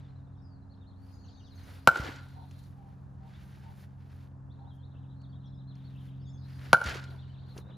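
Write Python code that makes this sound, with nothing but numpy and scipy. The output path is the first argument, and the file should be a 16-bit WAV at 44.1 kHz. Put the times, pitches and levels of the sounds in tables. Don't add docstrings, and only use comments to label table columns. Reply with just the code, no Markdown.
import sys
import numpy as np
from scipy import signal
from scipy.fft import rfft, irfft
from scipy.io import wavfile

SR = 44100
rng = np.random.default_rng(int(sys.argv[2]) if len(sys.argv) > 2 else 0)


def waveform_to_disk(signal):
    frames = np.transpose(np.atleast_2d(signal))
    scaled = np.clip(frames, -1, 1) * 32767
    samples = np.round(scaled).astype(np.int16)
    wavfile.write(sys.argv[1], SR, samples)


N = 342654

# (time [s], level [dB], pitch factor of the spot struck)
BLOWS = [(1.8736, 2, 1.0), (6.7303, 2, 1.015)]
# (frequency [Hz], level [dB], time to die by 60 dB [s])
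KNOCK_MODES = [(130, -17.5, .04), (187.4, -17, 0.048), (354, -16, .02), (508, -7.5, 0.018),
               (732, -1.5, 0.0087), (885.3, -5.5, 0.022), (1170, -7, 0.015), (2232, -14.5, 0.011),
               (2918, -17, .012), (4000, -22.5, 0.02), (4280, -28.5, 0.02)]
# (frequency [Hz], level [dB], time to die by 60 dB [s])
HOOP_MODES = [(1372.6, 1, 0.039), (1512.8, 1.5, 0.032)]
# (delay [s], hoop level [dB], knock level [dB], left minus right [dB])
FENCE_ECHOES = [(.0075, -17, -10, -0.6), (0.0139, -3.5, -18.5, -1), (0.026, -19, -25.5, 2),
                (0.0325, -21.5, -31.5, -1.83), (0.04, -24, -24, 4), (.071, -31, -33, 3),
                (.084, -20.5, -22, -0.1), (.099, -29, -54.5, -7)]


def bat():
    knock = struck(KNOCK_MODES) + from_db(-20.5) * crack()
    build_up = signal.butter(1, [1200, 1750], "band", fs=SR, output="sos")
    hoop = from_db(-2) * signal.sosfilt(build_up, struck(HOOP_MODES))
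    out = knock * sides(.1) + from_db(-4.5) * np.array([later(hoop, .0001), hoop])
    for delay, hoop_db, knock_db, pan_db in FENCE_ECHOES:
        echo = from_db(hoop_db) * hoop + from_db(knock_db) * knock
        out += later(echo, delay) * sides(pan_db)

    t = np.arange(SR) / SR
    tail_fade = from_db(-60 * t / 0.6 - 48.5) + from_db(-60 * t / .07 - 35)
    mid, side = rng.standard_normal((2, SR)) * tail_fade * (t > .008)
    into_yard = hoop + from_db(1) * knock
    for ear, sign in enumerate((1, -1)):
        out[ear] += signal.fftconvolve(into_yard, mid + sign * .45 * side)[:N]
    return out


def struck(modes):
    out = np.zeros(N)
    click = np.eye(1, SR)[0]
    for k, (hz, db, t60) in enumerate(modes):
        sign = (-1) ** k
        for s, blow_db, pitch in BLOWS:
            start = round(s * SR)
            out[start:start + SR] += sign * from_db(blow_db + db) * ring(click, hz * pitch, t60)
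    return out


def crack():
    clicks = np.zeros(N)
    for s, db, _ in BLOWS:
        clicks[round(s * SR)] = from_db(db)
    fade = signal.lfilter([1], [1, -from_db(-60 / (0.022 * SR))], clicks)
    return signal.lfilter([1], [1, -.3], fade * rng.standard_normal(N))


# (time [s], level [dB], frequency [Hz], time to die by 60 dB [s])
NET_THUMPS = [(1.998, -15.5, 97, 0.0239), (2.011, -30.5, 64, 0.13), (6.856, -23.5, 113.3, 0.056),
              (6.866, -24.5, 70, 0.134), (6.909, -30, 90, 0.045), (7.585, -36, 402, 0.0154)]
# (time [s], level [dB])
NET_TICKS = [(1.9713, -30.5), (2.0039, -40), (2.0357, -41.5), (2.0504, -44.5), (2.0744, -49), (2.1083, -54),
             (2.16, -47), (2.2855, -59), (2.5111, -53), (2.59, -60), (2.638, -58), (5.216, -65.5),
             (5.754, -62.5), (6.8399, -28), (6.86, -32.5), (6.8734, -34), (6.8937, -33.5), (6.9468, -40),
             (7.0396, -44.5), (7.5778, -41.5)]
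TICK_T60_S = 0.0333


def net():
    out = np.zeros(N)
    click = np.eye(1, SR // 2)[0]
    for s, db, hz, t60 in NET_THUMPS:
        part = out[round(s * SR):][:len(click)]
        part += from_db(db) * ring(click, hz, t60)[:len(part)]

    band = signal.butter(2, [2000, 7000], "band", fs=SR, output="sos")
    t = np.arange(2000) / SR
    for s, db in NET_TICKS:
        burst = rng.standard_normal(2000) * from_db(db - 60 * t / TICK_T60_S)
        out[round(s * SR):][:2000] += signal.sosfilt(band, burst)
    return out


# (frequency [Hz], level per Hz [dB])
HISS_COLOUR = [(3000, -6), (4500, -3), (6000, -2), (7500, -7), (10000, -1), (13000, -3), (15500, -2)]
SWISH_COLOUR = [(900, -11), (1500, 2.5), (2200, -3), (3200, -6.5), (4500, -8.5), (6500, -20)]
RATTLE_COLOUR = [(150, -16), (300, 3), (600, -0.5), (1000, -4), (1500, -6.5), (2200, -21.5)]


def rustle():
    colours, flickers_db = (HISS_COLOUR, SWISH_COLOUR, RATTLE_COLOUR), (1.3, 1.7, 2.5)
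    likeness = [(500, 0.37), (1500, 0.52), (3000, 0.93)]   # (frequency [Hz], left-right likeness)
    out = slaps(np.sqrt(shaking()[-1]))
    for gain, colour, flicker_db in zip(motion(), colours, flickers_db):
        flicker = from_db(flicker_db * (drift(27) + drift(150)))
        grains = rng.standard_normal((2, N)) * flicker
        out = out + gain * coloured(grains, colour, likeness)
    return out


SLAPS_PER_S, SLAP_DB = 200, -1
SLAP_LOW_HZ, SLAP_HIGH_HZ, SLAP_CYCLES = 300, 3600, 9.0


def slaps(strength):
    boost_db = 5 * np.minimum(rng.exponential(1, N), 4)
    clicks = from_db(boost_db) * (rng.random(N) < SLAPS_PER_S / SR)
    dealt = rng.integers(0, 12, N)
    ringing = np.zeros(N)
    for k, hz in enumerate(np.geomspace(SLAP_LOW_HZ, SLAP_HIGH_HZ, 12)):
        ringing += ring(clicks * (dealt == k), hz, SLAP_CYCLES / hz)
    duller = signal.lfilter([1], [1, -.7], ringing)
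    return from_db(SLAP_DB) * strength * rms_one(duller)


# (time [s], hold [s], time to fall 20 dB [s], hiss level [dB], swish level [dB], rattle level [dB])
NET_SHAKES = [(1.953, 0.0257, .12, -56, -40, -43), (2.048, .03, .15, -65, -47, -51),
              (6.865, .035, .1, -55, -38, -44), (6.948, .01, .09, -64, -47, -50),
              (7.1, .03, .1, -73, -66, -61), (7.493, .03, .1, -81, -74, -66),
              (7.584, .005, .04, -63, -64, -54), (7.68, .03, .1, -100, -82, -59)]
SHAKE_RISE_S = .055
SWAY_DB, SWAY_FALL_S = -25, .6


def shaking():
    power = 0
    for s, hold, fall, *levels_db in NET_SHAKES:
        shake = swell(s, hold, SHAKE_RISE_S, fall)
        sway = from_db(SWAY_DB) ** 2 * swell(s, hold, SHAKE_RISE_S, SWAY_FALL_S)
        power = power + np.outer(from_db(levels_db) ** 2, shake + sway)
    return power


# (loudest this long before it [s], hiss, swish and rattle level [dB])
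BAT_SWINGS = [(.19, -65, -61, -64), (.09, -68, -59, -61)]
SWING_HOLD_S, SWING_RISE_S, SWING_FALL_S = .04, .18, .3
# (time [s], hold [s], time to rise 20 dB [s], to fall 20 dB [s], hiss level [dB], swish level [dB])
CLOTH_MOVES = [(0.0, .01, .1, 0.3, -94, -71), (1.073, 0.037, .12, .2, -76, -76),
               (1.3, .1, .3, .3, -90, -80), (1.56, .03, .09, .3, -75, -74), (2.25, .03, .1, .25, -73, -70),
               (2.53, .01, .15, 0.59, -77, -73), (2.66, .01, 0.64, .1, -73, -86),
               (2.87, .02, .15, .4, -87, -77), (3.28, .1, .09, .6, -80, -67),
               (3.44, .04, .15, .5, -74, -78), (3.58, .1, .3, .3, -80, -69),
               (3.78, .06, .12, .035, -69, -70), (4.0, .06, .08, .3, -84, -80),
               (4.12, .12, .12, .08, -77, -70), (4.75, .01, .06, .06, -83, -90),
               (5.76, .04, .04, 1.37, -86, -76), (5.93, .03, .2, .2, -86, -79),
               (6.04, .03, .12, .07, -74, -72), (6.49, .07, .07, .3, -73, -65)]
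# (hiss level [dB], swish level [dB], rattle level [dB])
STILL_LEVELS = (-102, -94, -74)


def motion():
    power = shaking() + from_db(STILL_LEVELS)[:, None] ** 2
    for (s, *_), (lead, *levels_db) in zip(BLOWS, BAT_SWINGS):
        swing = swell(s - lead, SWING_HOLD_S, SWING_RISE_S, SWING_FALL_S)
        power += np.outer(from_db(levels_db) ** 2, swing)
    for s, hold, rise, fall, *levels_db in CLOTH_MOVES:
        power[:2] += np.outer(from_db(levels_db) ** 2, swell(s, hold, rise, fall))
    return np.sqrt(power)


def swell(s, hold, rise, fall):
    t = np.arange(N) / SR - s
    steps_down = np.maximum(-t / rise, (t - hold) / fall)
    return 100.0 ** -np.maximum(steps_down, 0)


# (time [s], level [dB])
STRONGEST_LEVEL = [(0.1, -50), (0.5, -54), (1.1, -71.5), (1.5, -62.5), (2.15, -52), (3.9, -53.5),
                   (5.3, -47), (6.4, -45), (7.3, -47.5), (7.7, -50.5)]
STRONGEST_MULTIPLE, STRONGEST_PAN_DB, STRONGEST_LEAD = 6, 0, 0.39
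# (shaft multiple, level [dB], growth [dB/s], second path [0-1], fades [1/s], first fade [s],
#  left minus right [dB], left lead [radians])
WEAKER_TONES = [(4, -59, 0.6161, .55, .42, .9, -1, .1), (8, -67, 0.77, .4, .36, 1.6, -2.5, .1),
                (9, -66.5, 0.7838, .3, .43, 2.3, 2, .1), (12, -66, 0.114, .55, .22, 3.5, 1.39, .1),
                (16, -86, 1.29, 0.3, .35, 1.6, 4.5, .083)]
# (level [dB], growth [dB/s], second path [0-1], fades [1/s], first fade [s])
SECOND_ENGINE = (-55, -0.9847, 0.1, 0.28, 3.5)
# (frequency [Hz], level [dB])
LOW_HUMS = [(66.8, -75.5), (79.1, -72.5)]
SHAFT_HZ, SHAFT_FALL = 22.475, .0505
SECOND_HZ, SECOND_FALL = 96.4, .32


def aircraft():
    t = np.arange(N) / SR
    shaft_angle = 2 * np.pi * (SHAFT_HZ - SHAFT_FALL * t / 2) * t
    second_angle = 2 * np.pi * (SECOND_HZ - SECOND_FALL * t / 2) * t
    out = fading(*SECOND_ENGINE) * sides(-1.2) * np.sin(second_angle)

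    strongest = from_db(np.interp(t, *np.transpose(STRONGEST_LEVEL)))
    tones = [(STRONGEST_MULTIPLE, strongest, STRONGEST_PAN_DB, STRONGEST_LEAD)]
    for multiple, db, growth_db, second, per_s, first, pan_db, lead in WEAKER_TONES:
        tones.append((multiple, fading(db, growth_db, second, per_s, first), pan_db, lead))
    for multiple, gain, pan_db, lead in tones:
        phase = multiple * shaft_angle + rng.uniform(0, 2 * np.pi) + np.array([[lead], [0]])
        waver = from_db(0.74 * drift(3))
        out = out + gain * waver * sides(pan_db) * np.sin(phase)

    for hz, db in LOW_HUMS:
        out = out + from_db(db + 3 * drift(1.5)) * np.sin(2 * np.pi * hz * t)
    return np.sqrt(2) * out


def fading(db, growth_db, second, per_s, first):
    t = np.arange(N) / SR
    turning = np.exp(2j * np.pi * per_s * (t - first))
    return from_db(db + growth_db * t) * np.abs(1 - np.clip(second, 0, 1) * turning)


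# (time [s], length [s], start [Hz], middle [Hz], end [Hz], level before the paths to the ear [dB])
BIRD_NOTES = [(0.032, .045, 3340, 3563, 2900, -79), (.078, .03, 3300, 4150, 3800, -81),
              (.15, .035, 3500, 4100, 3640, -82), (0.44, 0.0407, 5200, 4944, 4850, -77),
              (0.51, 0.057, 4500, 4550, 3950, -80), (.615, .03, 4060, 4000, 4050, -86),
              (0.692, 0.0554, 3540, 4400, 3070, -77.5), (0.816, 0.0244, 3640, 3600, 3090, -76.5),
              (0.86, 0.057, 3400, 4317, 3100, -76), (1.02, .035, 4600, 4510, 4500, -79),
              (1.33, .025, 6500, 6300, 5000, -84), (1.122, 0.029, 5000, 4900, 4900, -74),
              (1.201, 0.038, 4470, 4500, 4320, -76), (1.235, 0.037, 3797, 2783, 4300, -78.5),
              (1.24, 0.0367, 6600, 6260, 4600, -79.5), (1.275, 0.0247, 4500, 3600, 2640, -71),
              (1.27, 0.046, 4450, 4500, 4440, -72), (1.338, 0.024, 5020, 4200, 3300, -73.5),
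              (1.345, 0.029, 4650, 4470, 4630, -71), (1.37, 0.0223, 3556, 3737, 3850, -72),
              (1.392, 0.0336, 3687, 3060, 2700, -72.5), (1.419, 0.024, 6400, 5470, 4600, -82),
              (1.44, 0.029, 4505, 4550, 4450, -76), (1.435, .06, 3900, 3697, 2806, -72),
              (1.503, 0.0405, 4550, 4065, 3670, -69), (1.57, .034, 4500, 4280, 3460, -69.5),
              (1.55, .025, 6600, 6300, 6300, -75), (1.625, .025, 6500, 6260, 6500, -76),
              (3.338, 0.032, 3120, 3660, 3820, -71), (4.498, .034, 3285, 3680, 4480, -74.5),
              (4.586, .025, 3700, 4100, 4390, -80), (4.66, 0.045, 3400, 3846, 3850, -79),
              (4.698, 0.039, 3800, 3257, 3414, -74), (4.775, .045, 3256, 3258, 3300, -80),
              (4.825, .035, 3400, 3800, 4470, -73), (4.912, .022, 3400, 3700, 4310, -79),
              (4.94, 0.0471, 3800, 2619, 4000, -78.5), (5.02, 0.0417, 3700, 2902, 2446, -83),
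              (5.086, 0.058, 3300, 3950, 2910, -79.5), (5.198, .03, 4400, 4400, 3940, -77),
              (5.228, 0.0322, 4700, 3900, 3290, -72), (5.32, 0.032, 4000, 3310, 3940, -74),
              (5.435, 0.047, 4100, 3318, 4402, -72), (5.48, .013, 4400, 3900, 3105, -78),
              (5.454, 0.0312, 6260, 5400, 5140, -81.5), (5.535, .05, 5400, 5150, 5300, -86),
              (5.29, .025, 4400, 4550, 4300, -79), (5.35, .025, 3500, 3800, 3700, -76),
              (5.52, .035, 3900, 3340, 3800, -79), (5.575, 0.0478, 3500, 3895, 3016, -74.5),
              (5.67, .06, 3900, 4120, 2945, -71), (5.74, 0.037, 3200, 4394, 3106, -77.5),
              (5.787, .03, 3880, 3710, 3070, -76.5), (5.835, .055, 3700, 4396, 3600, -72),
              (5.945, 0.037, 3700, 2700, 3810, -72.5), (5.98, 0.0192, 3800, 3400, 2750, -73),
              (6.004, 0.0222, 3700, 3100, 2810, -73.5), (6.075, 0.026, 3500, 3200, 2380, -73.5),
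              (6.213, 0.0367, 5320, 5213, 5240, -81), (6.244, 0.068, 4000, 3440, 3764, -72.5),
              (6.197, .03, 4590, 4640, 4607, -81), (6.255, .045, 6180, 6550, 6400, -80.5),
              (6.265, .03, 4770, 4670, 4650, -77.5), (6.28, 0.039, 7070, 7070, 7020, -79),
              (6.32, .07, 3750, 3406, 3660, -77), (6.415, .05, 3510, 4000, 3380, -75),
              (6.289, 0.045, 5300, 5233, 5190, -78), (6.33, 0.0426, 6390, 6370, 6460, -75.5),
              (7.07, .016, 3800, 3400, 3000, -68), (7.102, 0.0155, 4800, 3972, 3060, -64.5),
              (7.18, 0.0295, 3300, 3670, 4000, -68), (7.215, .035, 3800, 3106, 2794, -73),
              (7.295, 0.0185, 3100, 3047, 3160, -70), (7.34, 0.029, 4200, 3000, 2200, -76),
              (7.385, .025, 2300, 3293, 3950, -75.5), (7.475, 0.0704, 2800, 4140, 3480, -71),
              (7.655, 0.043, 3600, 3750, 4093, -75), (7.695, 0.0293, 4100, 3450, 2660, -69.5),
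              (7.72, .035, 3000, 3900, 2600, -73), (7.74, .03, 3600, 3900, 4200, -72),
              (7.59, .04, 4200, 3900, 3500, -72)]


def birds():
    near, far = whistles(BIRD_NOTES), whistles(twitter())
    t = np.arange(SR // 3) / SR
    echo_fade = from_db(-60 * t / .17 - 27) * (t > .006)
    blur = rng.standard_normal((2, len(t))) * echo_fade
    song = near + from_db(9) * far
    mid, side = signal.fftconvolve([song, song], blur, axes=1)[:, :N]
    wall = from_db(-5) * later(near, .027)
    straight = from_db(5.5) * near
    return (straight + wall + mid + 0.52 * side * np.array([[1], [-1]])) * sides(3.9)


def whistles(notes):
    out = np.zeros(N + SR)
    quaver_hz = 60 * drift(120)
    for s, length, start, middle, end, db in notes:
        u = np.linspace(-1.15, 1.15, round(1.15 * length * SR))
        at = round((s - .075 * length) * SR)
        slope, bend = (end - start) / 2, (start + end) / 2 - middle
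        hz = middle + slope * u + bend * u ** 2 + np.resize(quaver_hz[at:], len(u))
        tone = np.sin(2 * np.pi * np.cumsum(hz) / SR)
        out[at:at + len(u)] += from_db(db) * np.hanning(len(u)) ** .5 * tone
    return out[:N]


# (from [s], to [s], chirps [1/s], typical top [Hz], typical sweep [Hz], loudest level before the echoes [dB])
FAR_TWITTER = [(0.1, .4, 30, 4170, 500, -83), (.34, .5, 50, 5500, 300, -80.5), (.5, .8, 35, 5300, 700, -84),
               (0.7, 1.0, 36.7, 4575, 1013, -78.5), (1.03, 1.85, 43.8, 5190, 700, -73),
               (1.08, 1.46, 45, 7200, 1500, -78), (2.1, 2.65, 89, 4900, 1300, -76),
               (4.5, 5.7, 39.6, 4300, 902.6, -82.5), (5.716, 6.2, 55, 4098, 1403, -77),
               (6.331, 6.72, 40.5, 5200, 900, -71.5), (7.007, 7.5, 59.1, 4700, 1000, -72)]


def twitter():
    notes = []
    for start, end, per_s, top_hz, sweep_hz, db in FAR_TWITTER:
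        draws = rng.random((50, 5))
        times = start + np.cumsum((.5 + draws[:, 0]) / per_s)
        for s, (_, high, deep, loud, climbs) in zip(times[times < end], draws):
            top = top_hz * (.85 + 0.17 * high)
            sweep = sweep_hz * (0.39 + 1.3 * deep)
            glide = [top, top - 0.33 * sweep, top - sweep]
            if climbs < .35:
                glide = glide[::-1]
            notes.append((s, .018, *glide, db - 8 * loud))
    return notes


# (time [s], length [s], lower [Hz], its level [dB], upper [Hz], its level [dB])
HOARSE_CALLS = [(2.337, 0.142, 756.6, -61.5, 916, -59), (2.747, 0.209, 795, -62, 939.4, -73.5),
                (3.167, 0.19, 776.4, -66, 930.5, -69.5), (3.62, 0.133, 772.6, -65.5, 896.8, -61),
                (4.57, 0.16, 804, -62, 922, -65.5)]


def far_calls():
    out = np.zeros((2, N))
    for s, length, low_hz, low_db, high_hz, high_db in HOARSE_CALLS:
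        size = round(length * SR)
        noise = rng.standard_normal((2, 2, size))
        low = from_db(low_db) * rms_one(ring(noise[0], low_hz, 0.131))
        high = from_db(high_db) * rms_one(ring(noise[1], high_hz, 0.074))
        out[:, round(s * SR):][:, :size] += (low + high) * np.hanning(size) ** .5
    return out


# (frequency [Hz], level per Hz [dB])
AIR_COLOUR = [(15, -48), (25, -16.5), (69, 1.5), (107, -4.5), (227, -18.5), (274, -16), (349, -23.5),
              (582, -25.5), (848, -23.5), (1750, -36.5), (2230, -57), (4040, -54.5), (8580, -56.5),
              (10100, -61.5), (15500, -75)]
# (frequency [Hz], left-right likeness)
AIR_LIKENESS = [(60, 0.73), (300, 0.34), (640, 0.28), (1400, 0.15), (2500, 0.93), (7000, 0.61)]
AIR_DB = -55


def town_rumble():
    noise = rng.standard_normal((2, N))
    return from_db(AIR_DB + 0.56 * drift(0.8)) * coloured(noise, AIR_COLOUR, AIR_LIKENESS)


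def from_db(db):
    return 10 ** (np.asarray(db) / 20)


def rms_one(x):
    return x / np.sqrt(np.mean(x ** 2) + 1e-20)


def at_hz(points, hz):
    table_hz, values = np.transpose(points)
    return np.interp(np.log(hz), np.log(table_hz), values)


def sides(db):
    return from_db([[db / 2], [-db / 2]])


def later(x, s):
    return np.roll(x, round(s * SR))


def drift(rate):
    r = np.exp(-80 * np.pi * rate / SR)
    noise = rng.standard_normal(N // 40 + 2002)
    slow = signal.lfilter([1], [1, -2 * r, r * r], noise)[2000:]
    return np.interp(np.arange(N) / 40, np.arange(len(slow)), rms_one(slow))


def ring(clicks, hz, t60):
    r, w = from_db(-60 / (t60 * SR)), 2 * np.pi * hz / SR
    return signal.lfilter([0, np.sin(w)], [1, -2 * r * np.cos(w), r * r], clicks + 1e-18)


def coloured(source, spectrum, likeness):
    hz = np.maximum(np.fft.rfftfreq(N, 1 / SR), 1)
    inside = (hz > spectrum[0][0] * .7) & (hz < spectrum[-1][0] * 1.3)
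    mid, side = rfft(source) * from_db(at_hz(spectrum, hz)) * inside
    alike = np.clip(at_hz(likeness, hz), -1, 1)
    pair = np.sqrt(1 + alike) * mid + np.sqrt(1 - alike) * side * [[1], [-1]]
    return rms_one(irfft(pair, N))


def scene():
    return bat() + net() + rustle() + aircraft() + birds() + far_calls() + town_rumble()


SPLIT_HZ, TURN_HZ = 6800, 3330
CUTOFF_HZ = 15800


def record(dry):
    over_db = np.maximum(20 * np.log10(np.abs(dry).max(0) + 1e-9) + 20, 0)
    recovery_db = 60 * np.arange(N) / SR
    held_db = np.maximum.accumulate(0.48 * over_db + recovery_db) - recovery_db
    duck_db = signal.lfilter([.002], [1, -.998], held_db)
    x = dry * from_db(-duck_db)
    x = signal.sosfilt(signal.butter(2, 45, "high", fs=SR, output="sos"), x)
    x = 0.8272 * np.tanh(x / 0.7017)
    lag = 2 * np.pi * np.maximum(np.fft.rfftfreq(N, 1 / SR) - SPLIT_HZ, 0) / TURN_HZ
    left = irfft(rfft(x[0]) * np.exp(-1j * lag), N)
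    top_cut = signal.cheby2(14, 70, CUTOFF_HZ * 1.04, fs=SR, output="sos")
    return signal.sosfilt(top_cut, np.array([left, x[1]]))


dry = scene()
out = record(dry)
waveform_to_disk(out)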